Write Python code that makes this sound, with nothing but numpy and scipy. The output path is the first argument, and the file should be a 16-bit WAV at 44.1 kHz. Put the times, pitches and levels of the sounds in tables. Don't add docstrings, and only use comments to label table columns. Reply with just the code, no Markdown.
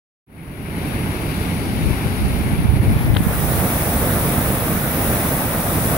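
import sys
import numpy as np
from scipy import signal
from scipy.fft import rfft, irfft, next_fast_len
from scipy.io import wavfile
from scipy.ndimage import uniform_filter1d, minimum_filter1d, map_coordinates

SR = 44100
rng = np.random.default_rng(int(sys.argv[2]) if len(sys.argv) > 2 else 0)


def dump(signal):
    limited = np.clip(np.atleast_2d(signal).T, -1, 1)
    pcm = np.round(limited * 32767).astype(np.int16)
    wavfile.write(sys.argv[1], SR, pcm)


N = 263277

# time in seconds, left level in dB, right level in dB.
WIND_LEVELS = [(.3, -40, -43), (1.4, -42, -38), (1.75, -22, -21), (1.9, -17, -41), (2.0, -28, -36),
               (2.1, -19, -30), (2.3, -24, -18), (2.6, -21, -16.5), (2.8, -20, -16), (2.9, -13, -16),
               (3.0, -20, -28), (3.1, -10.5, -20), (3.2, -18, -21), (3.35, -25, -16.5), (3.7, -39, -33),
               (4.8, -46, -36), (5.97, -42, -44)]


def amp(db):
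    return 10 ** (np.asarray(db) / 20)


def unit(x):
    return x / np.sqrt(np.mean(x ** 2, axis=-1, keepdims=True) + 1e-20)


def along(points, hz):
    f, *cols = np.transpose(points)
    return np.array([np.interp(np.log(hz + 1), np.log(f + 1), c) for c in cols])


def curves(rows, t):
    s, *cols = np.transpose(rows)
    return np.array([np.interp(t, s, c) for c in cols])


def wobble(rate, t):
    knots = rng.standard_normal(int(N * rate / SR) + 4)
    return map_coordinates(knots, [t * rate])


def filtered(x, response):
    size = next_fast_len(N + SR // 2)
    spectrum = rfft(x, size) * response(np.fft.rfftfreq(size, 1 / SR))
    return irfft(spectrum, size)[..., :N]


def patches(shape, width, length):
    field = uniform_filter1d(rng.standard_normal(shape), width, 0)
    field = uniform_filter1d(field, length, 1)
    return field / field.std()


def splashes(rate, share, size_db):
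    hit = rng.random((2, N)) < rate / SR
    size = amp(size_db * rng.uniform(-0.89, 1, (2, N)))
    splat = hit * size * rng.standard_normal((2, N))
    steady = rng.standard_normal((2, N))
    return np.sqrt(1 - share) * steady + np.sqrt(share) * unit(splat)


def water():
    # time in seconds, roar level in dB of the 1.8-3 kHz band before surge and churn.
    roar = [(.3, -38.5), (.7, -40.5), (.9, -38.5), (2.0, -38.5), (2.5, -38.5), (2.6, -40.5), (2.95, -37.5),
            (3.25, -39.5), (3.7, -37), (4.6, -37.5), (4.95, -35.5), (5.3, -37), (5.97, -36.5)]
    # time in seconds, left facing, right facing (0 shadowed, 1 facing, below 0 deeper in shadow).
    facing_rows = [(.6, -0.16, -.19), (.9, -.02, -.02), (2.35, 0.043, 0.034), (2.78, -0.081, -.14),
                   (3.1, 0.11, 0.53), (3.2, 0.71, 0.35), (3.26, .72, 0.96), (3.4, 1, 0.97), (5.2, 0.9, 1),
                   (5.97, 1.05, .93)]
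    # frequency in Hz, relative density in dB per Hz.
    left_shadowed = [(60, -40.5), (130, -47), (250, -48.5), (370, -55.5), (550, -59), (1100, -64.5),
                     (2200, -61.5), (3000, -68), (4000, -72.5), (5200, -78), (7000, -86), (8600, -82),
                     (10200, -65), (15800, -88)]
    right_shadowed = [(60, -40.5), (130, -43.5), (300, -48.5), (550, -62.5), (750, -60), (1400, -69.5),
                      (2300, -68), (3000, -78), (4000, -76.5), (6000, -83.5), (8800, -99), (11000, -87),
                      (13500, -80), (15600, -72.5)]
    left_open = [(60, -39.5), (130, -49.5), (250, -47.5), (370, -59), (550, -53), (1100, -61), (2200, -65),
                 (3000, -69), (3700, -69.5), (4700, -73.5), (7000, -75.5), (10200, -59), (13000, -65),
                 (15800, -69.5)]
    right_open = [(60, -42.5), (130, -41), (370, -54), (550, -53), (1000, -58), (1900, -59.5), (2800, -72),
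                  (3500, -69.5), (4400, -76.5), (6000, -72.5), (8800, -86.5), (11000, -72.5), (13500, -67),
                  (15600, -57)]
    # frequency in Hz, likeness shadowed (0-1), likeness facing (0-1),
    # left lead shadowed in radians, left lead facing in radians.
    ports = [(30, 0.77, 1, 1.5, 1), (118, 1, 0.96, -0.1, -0.5), (298, 0.98, 0.96, -0.5, 0.2),
             (580, 0.99, 0.86, 1.6, -0.04), (750, 1, 0.94, -1.5, 0.5), (950, 0.58, 0.72, 0.9, 1.57),
             (1520, 0.18, 0.64, 2.5, -1.5), (1950, 0.68, 0.04, 4, -3), (2230, 0.81, 0.28, 6.5, -6),
             (3010, 0.26, 0.11, 6.5, -6), (3130, 0.87, 0.34, 10, -11), (4110, 0.32, 0.026, 10.5, -12.5),
             (7960, .01, .01, 23.5, -19.5)]
    # time in seconds, lift of the hiss around 5 kHz in dB.
    hiss_lift = [(.3, -4), (1.2, 1.5), (1.8, 3), (2.4, 1), (2.7, -1.5), (3.1, -2.5), (3.4, 0), (5.97, -0.5)]
    frame = 512

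    hz, t, (a, b) = signal.stft(splashes(rate=2500, share=.12, size_db=5), SR, nperseg=frame)
    bin_hz = hz[:, None]
    facing = np.clip(curves(facing_rows, t), -.5, 1.2)[:, None]
    shadowed = np.vstack([along(left_shadowed, hz), along(right_shadowed, hz)])[..., None]
    exposed = np.vstack([along(left_open, hz), along(right_open, hz)])[..., None]
    colour = amp((1 - facing) * shadowed + facing * exposed)
    colour /= np.sqrt(1 + (50 / (bin_hz + 1)) ** 4)
    hiss_bell = np.exp(-(np.log((bin_hz + 1) / 5200) / 0.65) ** 2)
    colour *= amp(curves(hiss_lift, t) * hiss_bell)
    band = (hz > 1800) & (hz < 3000)
    colour /= np.sqrt(np.mean(colour[:, band] ** 2, axis=(0, 1)) * band.mean() / 2)

    like_shadowed, like_facing, lead_shadowed, lead_facing = along(ports, hz)[..., None]
    tip = np.clip(facing.mean(axis=0), 0, 1)
    likeness = np.clip((1 - tip) * like_shadowed + tip * like_facing, 0, 1)
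    turn = np.arccos(likeness) / 2
    shift = np.exp(.5j * ((1 - tip) * lead_shadowed + tip * lead_facing))
    left = (np.cos(turn) * a + np.sin(turn) * b) * shift
    right = (np.cos(turn) * a - np.sin(turn) * b) / shift

    surge_db = 0.49 * wobble(4.047, t) + 0.16 * wobble(14, t)
    churn_db = 0.44 * patches(a.shape, width=22, length=30) + 0.73 * patches(a.shape, width=5, length=7)
    level = amp(curves(roar, t) + surge_db + churn_db)
    return signal.istft(np.array([left, right]) * colour * level, SR, nperseg=frame)[1][:, :N]


def wind():
    # frequency in Hz, relative density of the buffeting in dB per Hz.
    buffet = [(15, -36), (30, -20), (60, 5), (90, 1), (150, -3), (250, -10), (400, -26.5), (800, -28.5),
              (3000, -61)]
    t = np.arange(N) / SR
    lumps = amp([2.0 * wobble(22.0, t), 4.5 * wobble(22.05, t)])
    eddies = filtered(rng.standard_normal((2, N)), lambda hz: amp(along(buffet, hz)))
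    return amp(curves(WIND_LEVELS, t)) * unit(lumps * eddies) + thumps()


def thumps(count=40):
    # time in seconds, port (0 left, 1 right), bell peak in dB, pitch in Hz.
    hardest = [(1.911, 0, -6, 140), (2.064, 0, -8, 115), (2.536, 1, -5, 150), (2.592, 1, -4.5, 144),
               (2.606, 0, -5, 135), (2.739, 1, -1, 107), (2.769, 1, -4, 120), (2.804, 1, 3.5, 94),
               (2.883, 0, -2, 125), (2.965, 1, -4, 110), (3.014, 0, -5.5, 109), (3.083, 1, -7, 181),
               (3.106, 0, -3, 110), (3.193, 0, -5, 121), (3.207, 1, 1, 200), (3.27, 1, 0, 165)]
    length_cycles = 1.23
    over_wind_db, centre_hz, spread = 8, 119, 0.32
    half = SR // 20
    out, t = np.zeros((2, N)), np.arange(-half, half) / SR

    when, side, pitch = rng.random((count, 3)).T
    when = .5 + when * (N / SR - 1)
    on_right = side > .5
    left_wind_db, right_wind_db = curves(WIND_LEVELS, when)
    peak_db = np.where(on_right, right_wind_db, left_wind_db) + over_wind_db
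    pitch_hz = centre_hz * (1 + spread * (2 * pitch - 1))
    rows = np.vstack([hardest, np.transpose([when, on_right, peak_db, pitch_hz])])

    phases = rng.uniform(0, 2 * np.pi, len(rows))
    for (s, port, db, hz), phase in zip(rows, phases):
        bell = amp(db) * np.exp(-(2 * hz * t / length_cycles) ** 2)
        start = round(s * SR) - half
        out[int(port > .5), start:][:len(t)] += bell * np.cos(2 * np.pi * hz * t + phase)
    return out


def finger():
    # start in seconds, left ring level in dB, right ring level in dB, air push level in dB.
    ticks = [(3.143, -17, -32, -30), (3.1503, -11, -21, -22), (3.1646, -14, -28, 0), (3.1682, 1, -16, -25)]
    # frequency in Hz, level in dB, time to decay by 60 dB in seconds.
    case_modes = [(1550, 0, .0045), (3100, 0, .004), (3800, -3, .0035)]
    out, t = np.zeros((2, N)), np.arange(SR // 40) / SR
    ring = np.zeros(len(t))
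    for k, (hz, db, t60) in enumerate(case_modes):
        ring += (-1) ** k * amp(db - 60 * t / t60) * np.sin(2 * np.pi * hz * t)
    ring *= (1 - np.exp(-t / .0002)) ** 2
    sharp_push = np.exp(-((t - .0004) / .0002) ** 2)
    slow_rebound = .45 * np.exp(-((t - .002) / .0008) ** 2)
    push = sharp_push - slow_rebound
    for s, left_db, right_db, push_db in ticks:
        tick = amp([[left_db], [right_db]]) * ring + [[amp(push_db)], [0]] * push
        out[:, round(s * SR):][:, :len(t)] += tick
    return out


def gain_control(x, knee_db, strength, hold_s):
    size = int(hold_s * SR)
    peak = -minimum_filter1d(-np.abs(x).max(axis=0), size=size)
    needed = np.minimum(1, amp(knee_db) / (peak + 1e-9)) ** strength
    return x * uniform_filter1d(needed, size=size)


def scene():
    return water() + wind() + finger()


def record(dry):
    fade_s = (.265, .965)
    top_hz, bass_hz = 15750, 26
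    fade = np.interp(np.arange(N) / SR, fade_s, [0, 1])
    level = gain_control(dry, knee_db=-2, strength=.9, hold_s=0.032)
    limited = filtered(level * fade, lambda hz: (hz < top_hz) / np.sqrt(1 + (bass_hz / (hz + 1)) ** 4))
    return limited * (fade > 0)


dry = scene()
out = record(dry)
dump(out)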